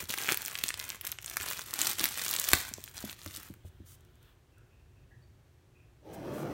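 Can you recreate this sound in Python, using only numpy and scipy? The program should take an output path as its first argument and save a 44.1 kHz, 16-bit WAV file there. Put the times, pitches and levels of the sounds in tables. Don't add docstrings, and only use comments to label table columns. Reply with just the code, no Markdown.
import sys
import numpy as np
from scipy import signal
from scipy.fft import rfft, irfft, next_fast_len
from scipy.io import wavfile
from scipy.ndimage import uniform_filter1d, map_coordinates

SR = 44100
rng = np.random.default_rng(int(sys.argv[2]) if len(sys.argv) > 2 else 0)


def persist_wave(psi):
    counts = np.round(np.clip(psi, -1, 1) * 32767).astype(np.int16)
    wavfile.write(sys.argv[1], SR, np.atleast_2d(counts).T)


N = 287973
LEAD = .004


def amp(db):
    return 10 ** (np.asarray(db) / 20)


def unit(x):
    return x / np.sqrt(np.mean(x ** 2) + 1e-20)


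def along(points, hz):
    f, v = np.transpose(points)
    return np.interp(np.log(hz + 1), np.log(f + 1), v)


def wobble(rate):
    return map_coordinates(rng.standard_normal(int(N * rate / SR) + 4), [np.arange(N) * rate / SR])


def add(track, s, sound):
    part = track[max(round(s * SR), 0):][:len(sound)]
    part += sound[:len(part)]


def click(points, size=1024):
    cepstrum = irfft(np.log(amp(along(points, np.fft.rfftfreq(size, 1 / SR)))))
    cepstrum[1:size // 2] *= 2
    cepstrum[size // 2 + 1:] = 0
    return irfft(np.exp(rfft(cepstrum)))


def coloured(x, points):
    return signal.fftconvolve(x, click(points, size=8192))[:N]


def shiver(t60, tail_db, lead_db, lead_t60=0.011):
    t = np.arange(SR // 40) / SR - LEAD
    noise = rng.standard_normal(len(t))
    rise = noise * amp(-60 * np.abs(t) / lead_t60) * (t < 0)
    flutter = noise * amp(-60 * np.abs(t) / t60) * (t > 0)
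    rise = amp(lead_db) * rise / np.linalg.norm(rise)
    flutter = amp(tail_db) * flutter / np.linalg.norm(flutter)
    pulse = rise + flutter
    pulse[round(LEAD * SR)] = 1
    return rng.choice([-1, 1]) * pulse / np.linalg.norm(pulse)


def grains(rate, spread_db):
    size = amp(spread_db * np.minimum(rng.exponential(size=N), 4))
    train = (rng.random(N) < rate / SR) * size * rng.choice([-1, 1], N)
    power = np.abs(uniform_filter1d(uniform_filter1d(train ** 2, size=1100), size=700))
    return train / np.sqrt(power + .05 * power.mean())


def stroke(start, length, attack_s, release_s):
    t = np.arange(N) / SR - start
    return np.clip(t / attack_s, 0, 1) * np.exp(-np.clip((t - length) / release_s, 0, 30))


# f/Hz, level/dB
AIR_COLOUR = [(15, -44.5), (25, -10), (99, -4), (153, -11.5), (175, -22), (326, -23), (363, -19.5),
              (476, -26.5), (1260, -34), (1700, -33.5), (2160, -36), (2610, -37), (3340, -39), (9840, -47),
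              (16000, -51)]
# f/Hz, level/dB
HUM_TONES = [(360.7, -78)]
AIR_DB = -59


def room_tone(flutter_db=2.0):
    t = np.arange(N) / SR
    hum = np.zeros(N)
    for hz, db in HUM_TONES:
        level = amp(db + 1.7 * wobble(1.8))
        hum += level * unit(np.sin(2 * np.pi * hz * t + 1.2 * wobble(27)))
    air = unit(coloured(rng.standard_normal(N), AIR_COLOUR))
    low_pass = signal.butter(2, 200, fs=SR, output="sos")
    rumble = signal.sosfiltfilt(low_pass, air)
    hiss = air - rumble
    return amp(AIR_DB) * (hiss + amp(flutter_db * wobble(5.4)) * rumble) + hum


# start t/s, time to fade by 14 dB t/s (cut off after twice that), f/Hz, level/dB
SQUEAK_NOTES = [(4.52, 0.15, 2650, -71), (4.56, 0.13965, 1470, -68.5), (4.705, .2, 2621, -71.5),
                (4.959, 0.11, 2603, -72), (5.107, 0.09334, 1790, -61), (5.217, .09, 4570, -72),
                (5.745, .14, 2553, -66)]


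def squeaks(width_hz=380):
    out, t = np.zeros(N), np.arange(N) / SR
    band = wobble(width_hz) + 1j * wobble(width_hz)
    for s, length, hz, db in SQUEAK_NOTES:
        on = (t > s) & (t < s + 2 * length)
        u = t[on] - s
        swell = (1 - np.exp(-u / 0.007906)) * amp(-14 * u / length)
        out[on] += amp(db) * swell * np.real(band[on] * np.exp(2j * np.pi * hz * u))
    return out


# start t/s, length t/s, dry rustle level/dB, mellow hiss level/dB
BRUSH_STROKES = [(3.47, 0.06, -73, -81), (3.561, 0.74, -88, -75), (3.641, 0.043, -65.5, -73),
                 (3.848, 0.101, -59, -77), (4.201, 0.13, -87, -73), (6.122, 0.025905, -52.5, -66),
                 (6.317, 0.11, -57.5, -66.5)]
# f/Hz, level/dB
DRY_COLOUR = [(300, -17), (1500, -12), (3300, -3), (5000, -2), (8500, 2.5), (15000, -1.5)]
# f/Hz, level/dB
SKIN_COLOUR = [(500, -17), (1500, -2), (2300, -10.5), (3300, -2.5), (4300, -12.5), (7000, -29.5),
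               (15000, -17)]
BRUSH_ATTACK_S, BRUSH_RELEASE_S = 0.027, 0.006


def brush():
    grainy = grains(rate=1000, spread_db=6.5) + 1.558 * rng.standard_normal(N)
    rustle = unit(coloured(grainy, DRY_COLOUR))
    hiss = unit(coloured(rng.standard_normal(N), SKIN_COLOUR))
    out = np.zeros(N)
    for start, length, rustle_db, hiss_db in BRUSH_STROKES:
        rub = amp(rustle_db) * rustle + amp(hiss_db) * hiss
        out += stroke(start, length, BRUSH_ATTACK_S, BRUSH_RELEASE_S) * rub
    return out


# f/Hz, level/dB, time to fade by 60 dB t/s
BOX_MODES = [(140, -6, 0.11), (208.58, -1.5, .13), (272, -2.5, .08), (351.14, -0.5, .09), (496, -8, .06),
             (610, 2.5, .05), (668.8, 0.5, 0.039), (930, 0.5, 0.023)]
# f/Hz, level/dB
SLIDE_COLOUR = [(29, -34), (50, -20), (70, -20), (131, -0.5), (166, -8.5), (248, -9.5), (309, 1), (418, -6),
                (588, -4), (649, -9), (950, -15.5), (1030, -28), (3220, -28), (3710, -33), (6000, -37.5),
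                (7800, -63.5), (13200, -120)]
# f/Hz, level/dB
JUDDER_COLOUR = [(30, -28), (85, -16), (140, -5), (210, -11.5), (400, -36), (1500, -82)]
SLIDE_START_S, SLIDE_RISE_S, UNEVEN_DB = 6.018, 0.18347, .5
SLIDE_DB, SCRATCH_DB = -39, -64
RASP_DB, RASP_GROWS = -47.5, 2.9
JUDDER_DB, JUDDER_GROWS = -40, 4.2


def slide():
    speed = 1 - np.exp(-np.maximum(np.arange(N) / SR - SLIDE_START_S, 0) / SLIDE_RISE_S)
    speed = speed * amp(UNEVEN_DB * wobble(14))
    slips = grains(rate=1500, spread_db=2) + rng.standard_normal(N)
    t = np.arange(SR // 4) / SR
    ring = sum(amp(db - 60 * t / t60) * np.sin(2 * np.pi * hz * t) for hz, db, t60 in BOX_MODES)
    hollow = unit(signal.fftconvolve(rng.standard_normal(N), ring)[:N])
    body = unit(coloured(slips, SLIDE_COLOUR)) + amp(-14.5) * hollow
    scratch = unit(coloured(slips, DRY_COLOUR)) + amp(-4.5) * unit(coloured(slips, SKIN_COLOUR))
    rasp_colour = [(300, -17), (900, 5), (1500, 1), (3200, -23), (6000, -24)]
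    rasp = unit(coloured(grains(rate=1100, spread_db=3.0), rasp_colour))
    rasp = amp(RASP_DB) * speed ** RASP_GROWS * rasp
    judder = unit(coloured(rng.standard_normal(N), JUDDER_COLOUR))
    judder = amp(JUDDER_DB) * speed ** JUDDER_GROWS * judder
    rub = amp(SLIDE_DB) * unit(body) + amp(SCRATCH_DB) * unit(scratch)
    return judder + speed * rub + rasp


# t/s, box level/dB (before scatter
# and trim), low tone level/dB, contact softness f/Hz (higher is harder), grip of the hand 0-1
BOX_KNOCKS = [(.028, -37, -42.5, 400, 0.64), (0.099, -27, -60, 324.6, 0.82), (.286, -29.5, -63, 800, 0.99),
              (.32, -20, -56, 900, 0.96), (0.637, -31.5, -63, 400, .8), (1.401, -40, -44, 500, 0.75),
              (2.002, -38, -61, 503, 0.19), (2.537, -37.5, -45, 248.5, .1), (2.713, -39, -59.5, 1093, 0.74),
              (2.782, -43, -65.5, 1100, .65), (3.04, -32, -48, 464, .4), (3.261, -43, -37, 500, 0.14),
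              (3.375, -51, -53, 400, 0), (3.501, -38, -47, 369.6, 0.21), (3.648, -46.5, -40.5, 519.4, 0.4),
              (3.802, -47, -43, 384, 0.2)]
LOW_T60 = .18
FREE_TUNING, GRIP_STIFFENS, GRIP_DAMPS = .87, 0.29, 0.96


def knocks(low_hz=87, delay_cycles=0.44):
    out, t = np.zeros(N), np.arange(SR // 2) / SR
    for s, box_db, low_db, soft_hz, grip in BOX_KNOCKS:
        tuning = FREE_TUNING + GRIP_STIFFENS * grip
        freedom = max(1 - GRIP_DAMPS * grip, .1)
        for mode_hz, db, t60 in BOX_MODES:
            hz = mode_hz * tuning
            size = amp(box_db + db + rng.normal(0, 1.1) + 1.0) / (1 + (hz / soft_hz) ** 4)
            swell = 1 - np.exp(-t * hz / delay_cycles)
            fade = amp(-60 * t / (t60 * freedom))
            add(out, s, size * swell * fade * np.sin(2 * np.pi * (hz * t + rng.random())))
        add(out, s, amp(low_db - 60 * t / LOW_T60) * np.sin(2 * np.pi * low_hz * t))
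    return out


# t/s, crack level/dB, air push level/dB
FILM_POPS = [(2.5334, 15.5, -18.5)]
# f/Hz, level/dB
CRACK_COLOUR = [(30, -19), (100, -1.5), (170, 6), (280, 3.5), (480, 1.5), (900, 0), (1400, 1.5), (2400, 2),
                (3200, -4.5), (4200, 1.5), (5800, -10.5), (8200, -0.5), (15000, -7.5)]
# f/Hz, level/dB
TIGHT_COLOUR = [(100, -41.5), (300, -31.5), (1500, -11.5), (3300, 4), (4200, 2), (5000, 0.5), (6800, -1.5),
                (9000, -0.5), (12500, -3), (16000, -4)]
# f/Hz, level/dB
SLACK_COLOUR = [(20, -48.5), (70, -18.5), (150, -3.5), (300, -2.5), (550, -6), (850, -2.5), (1500, 1.5),
                (2500, 4), (3400, 1.5), (6000, -23), (16000, -52)]


def pop(push_hz=90, push_t60=0.036, flap_db=-7):
    out, t = np.zeros(N), np.arange(SR // 4) / SR
    for s, crack_db, push_db in FILM_POPS:
        crack = shiver(t60=.003, tail_db=3, lead_db=-8, lead_t60=.0015)
        flap = shiver(t60=.011, tail_db=8, lead_db=-6)
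        flap_colour = click(SLACK_COLOUR) + 0.47 * click(TIGHT_COLOUR)
        push = amp(push_db - 60 * t / push_t60) * np.sin(2 * np.pi * push_hz * t)
        add(out, s - LEAD, amp(crack_db) * np.convolve(click(CRACK_COLOUR), crack))
        add(out, s + .0015 - LEAD, amp(crack_db + flap_db) * np.convolve(flap_colour, flap))
        add(out, s + 0.0024, push)
    return out


# start t/s, length t/s,
# level/dB (before the crinkle's trim), large slack folds relative to it level/dB
FILM_PULLS = [(-0.02, 0.032, -37, -3), (0.08, 0.063, -38.5, -6.5), (0.162, 0.11, -38, -2),
              (0.272, 0.042, -32.5, 0), (0.385, 0.3075, -45.5, -2.5), (0.762, 0.19, -49, 0.5),
              (1.024, 0.079, -50.5, 3.5), (1.195, 0.047, -59, -0.5), (1.256, 0.1186, -46, -4),
              (1.383, 0.089, -41.5, -2.5), (1.465, 0.062, -37, -3), (1.532, 0.091, -44.5, -3),
              (1.65, 0.066, -46.5, -4), (1.72, 0.06, -41, -2), (1.777, 0.14101, -32.5, -5),
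              (1.972, 0.097, -34.5, -4), (2.08, 0.075, -42, -6.5), (2.15, 0.21, -35, -5),
              (2.37, 0.16, -35.5, -6.5), (2.499, 0.098, -35, -8.5), (2.602, 0.088, -44.5, -4),
              (2.753, 0.15, -56, -5), (2.87, 0.087, -60, -4), (2.938, 0.18, -47, -3.5),
              (3.169, 0.078, -53, -5), (3.236, 0.098, -50.5, -4.5), (3.334, 0.037, -42.5, -6),
              (3.383, 0.09687, -53, -3)]
PULL_ATTACK_S, PULL_RELEASE_S = 0.016, 0.022
SETTLE_DB, SETTLE_S = -8.5, 0.052


def crinkling():
    tight, slack = np.zeros(N), np.zeros(N)
    for start, length, db, slack_db in FILM_PULLS:
        stirred = stroke(start, length, PULL_ATTACK_S, PULL_RELEASE_S)
        settling = amp(SETTLE_DB) * stroke(start, length, PULL_ATTACK_S, SETTLE_S)
        pull = np.maximum(stirred, settling)
        tight += (amp(db) * pull) ** 2
        slack += (amp(db + slack_db) * pull) ** 2
    return np.sqrt(tight), np.sqrt(slack)


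def crinkle(tight_gain, slack_gain, count=14):
    creases = grains(rate=1100, spread_db=6)
    patch = rng.integers(count, size=N)
    tight, slack = np.zeros(N), np.zeros(N)
    for k, lean in enumerate(np.linspace(-1, 1, count)):
        ring = shiver(t60=.0015, tail_db=2, lead_db=-4, lead_t60=.002)
        rung = signal.oaconvolve(creases * (patch == k), ring)[:N]
        tight += amp(-3 * lean) * rung
        slack += amp(4.5 * lean) * rung
    tight = unit(tight) + amp(-10) * rng.standard_normal(N)
    slack = unit(slack) + amp(-6) * rng.standard_normal(N)
    tight = unit(coloured(tight, TIGHT_COLOUR))
    slack = unit(coloured(slack, SLACK_COLOUR))
    return amp(-1.0) * tight_gain * tight + amp(-1.02) * slack_gain * slack


LESSER_PER_S, LESSER_DB, LESSER_SCATTER_DB = 32, -18, 2
LESSER_GROWS, USUAL_CRINKLE_DB = .4, -42.5
LOOSE_DB = -8
LESSER_HZ, LESSER_PANEL_DB, PANEL_SCATTER_DB, LESSER_FIZZ_DB = 2800, 3.5, 3, -1


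def lesser_snaps(stir, count=200):
    times = (np.arange(count) + rng.random(count)) / LESSER_PER_S
    scatter = np.clip(rng.standard_normal((count, 3)), -2, 2)
    rows = []
    for s, (size, pitch, panel) in zip(times, scatter):
        if any(start < s < start + length for start, length, *_ in FILM_PULLS):
            above_db = 20 * np.log10(stir[int(s * SR)] + 1e-9) - USUAL_CRINKLE_DB
            db = LESSER_DB + LESSER_GROWS * above_db + LESSER_SCATTER_DB * size
            db += LOOSE_DB * (s > FILM_POPS[0][0])
            hz = min(LESSER_HZ * np.exp(.22 * pitch), 4500)
            rows.append((s, db, hz, LESSER_PANEL_DB + PANEL_SCATTER_DB * panel, LESSER_FIZZ_DB))
    return rows


# t/s, level/dB (before the trim of all snaps),
# pitch of the flexing panel f/Hz, panel level/dB, fizz level/dB
LOUD_SNAPS = [(0.0943, -15, 3990, 6.5, 2), (0.1037, -14.5, 3440, 12.5, 5.5),
              (0.1087, -8.5, 4400, 2.5, -6.5), (0.1398, -9.5, 2110, 11, 6), (0.1865, -18.5, 2560, 21, 0),
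              (0.2159, -12, 2570, -2, -2.5), (0.2898, -7.5, 2230, 16.5, -8), (0.3222, -1.5, 1820, 5.5, 0.5),
              (0.3295, -8, 2240, 5.5, 0), (0.3446, -8, 3000, 5, 3), (0.3735, -10.5, 1520, 8, 10.5),
              (0.4198, -12, 3200, 1.5, 4), (0.4512, -4, 3400, -11, -6), (0.4605, -8, 3000, -1, 1),
              (0.482, -17.5, 2220, 13, 12), (0.5176, -20, 1911, 14.5, -11), (0.5543, -10, 3330, 9.5, -15.5),
              (0.5882, -12, 3200, 7, 2), (0.6385, 0, 2800, 6.5, 1), (0.6644, -16, 2700, -3, -9),
              (0.6831, -6, 3900, -3, -9), (0.6896, -1.5, 4020, 0, -7), (0.7049, -14, 2180, 16.5, -10),
              (0.7416, -12, 4100, 12.5, -8.5), (0.7944, -14, 2200, -5, 6), (0.7991, -10, 3150, 4.5, -8),
              (0.8134, -16.5, 2320, 6, -3), (0.8412, -17.5, 3000, 10, 2), (0.8916, -20, 3200, 7, 11),
              (0.9025, -10, 2230, 7, -11), (1.0122, -15, 3930, 3, 5), (1.0509, -12.5, 3800, 0, 4),
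              (1.0685, -9.5, 3300, -1.5, 5), (1.0727, -13, 2250, -2, 10), (1.1182, -10.5, 4100, -0.5, 7),
              (1.1239, -21, 2930, 12, -12), (1.1871, -17.5, 2420, 10, -22), (1.2253, -20, 3800, -4, 0),
              (1.2454, -18, 2563, 7, 4.5), (1.2613, -6, 3100, -7, -13), (1.2796, -15, 3700, 2, -8.5),
              (1.2991, -11, 3340, -7, -3), (1.3698, -2.5, 1692, 9, 0), (1.4113, -14.5, 1900, 7, 2),
              (1.4321, -5, 3700, -16.5, -7), (1.487, -16, 2600, 7, 8.5), (1.5129, -17, 2105, 14, -12),
              (1.5931, -12, 1270, 7.5, -3), (1.7395, -8.5, 4480, 5, 5), (1.8159, 9.5, 3800, -7.5, -13),
              (1.8708, -0.5, 1490, -1.5, -2), (1.9855, -10.5, 3743, 6.5, -10), (1.9956, -1.5, 3620, 0, -5),
              (2.0415, -1.5, 3100, 5, 9), (2.0559, -1, 3140, 6, -1), (2.3116, -8, 4200, 1, 9),
              (2.3395, -4.5, 4300, 4, 4), (2.3637, 1.5, 3100, -6, -9), (2.3983, -1.5, 4000, -8, 1.5),
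              (2.4889, 1.5, 1700, -4, 2), (2.7387, -1.5, 2780, -11.5, -16), (2.8403, -15.5, 2400, 2.5, 3),
              (2.8781, -25, 2120, 10, -16.5), (2.9691, -15.5, 2930, 1, -13.5),
              (2.9799, -10.5, 4400, -2.5, -18), (3.0964, -17.5, 3320, 9.5, -14.5), (3.11, -28, 3100, 10, 7),
              (3.129, -22.5, 3070, 12.5, -3), (3.2616, -18, 1690, 9, 0), (3.4316, -30, 2030, 19.5, 11),
              (3.5398, -34, 1900, 12.5, 7)]
# t/s, level/dB (before the trim of all snaps)
FINGER_TICKS = [(4.008, -41.5), (4.05, -41.5), (4.156, -44), (4.229, -39.5), (4.583, -41.5)]


def snaps(stir):
    out = np.zeros(N)
    for s, db in FINGER_TICKS:
        tick = shiver(t60=0.005355, tail_db=-7.5, lead_db=-10.5)
        add(out, s - LEAD, amp(db) * np.convolve(click(DRY_COLOUR), tick))
    for s, db, hz, panel_db, fizz_db in list(LOUD_SNAPS) + lesser_snaps(stir):
        colour = [(40, panel_db - 41.0), (hz / 7, panel_db - 13.5), (hz * .4, panel_db - 10.5),
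                  (hz * 0.79, panel_db), (hz * 1.28, panel_db - 0.5),
                  (min(hz * 1.7, 5700), min(panel_db, 0) + 2.5),
                  (7800, 1), (12500, fizz_db), (16000, fizz_db - 3.0)]
        burst = shiver(t60=.002, tail_db=-4, lead_db=-6, lead_t60=.002)
        add(out, s - LEAD, amp(db) * np.convolve(click(colour), burst))
    return out * amp(-0.4)


# f/Hz, time to fade by 60 dB t/s
ROOM_DECAY = [(100, .35), (500, .3), (2500, 0.53), (8000, 0.39), (16000, 0.12)]


def room(x, near_db, tail_db, count=8):
    out, t = np.zeros(N), np.arange(SR // 3) / SR
    for start in range(0, N, SR // count):
        hz, frames, z = signal.stft(rng.standard_normal(len(t)), SR, nperseg=256)
        fade = amp(-60 * frames / along(ROOM_DECAY, hz)[:, None])
        tail = signal.istft(z * fade, SR, nperseg=256)[1][:len(t)] * (t > .005)
        sparse = rng.standard_normal(len(t)) * (rng.random(len(t)) < .06)
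        near = sparse * amp(-60 * t / 0.018) * (t > .001)
        answer = amp(tail_db) * tail / np.linalg.norm(tail) + amp(near_db) * near / np.linalg.norm(near)
        add(out, start / SR, signal.fftconvolve(x[start:start + SR // count], answer))
    return out


def scene():
    tight_gain, slack_gain = crinkling()
    background = room_tone() + squeaks()
    near = brush() + slide() + knocks() + pop() + crinkle(tight_gain, slack_gain) + snaps(tight_gain)
    return (near + room(near, near_db=-9.0, tail_db=-14) + background)[None]


# f/Hz, level/dB
MICROPHONE_RESPONSE = [(15, -31), (28, -12.5), (50, -0.5), (4200, -0.5), (4900, -2), (5800, 0.5), (9300, 0),
                       (10400, -2.5), (11400, 0.5), (15000, 1.5)]
TOP_HZ = 15900


def record(dry):
    size = next_fast_len(N + SR // 2)
    hz = np.fft.rfftfreq(size, 1 / SR)
    rounded = dry / (1 + (dry / .8) ** 4) ** .25
    top_edge = np.clip((TOP_HZ - hz) / 200 + .5, 0, 1)
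    response = amp(along(MICROPHONE_RESPONSE, hz)) * top_edge
    return irfft(rfft(rounded, size) * response, size)[:, :N]


dry = scene()
out = record(dry)
persist_wave(out)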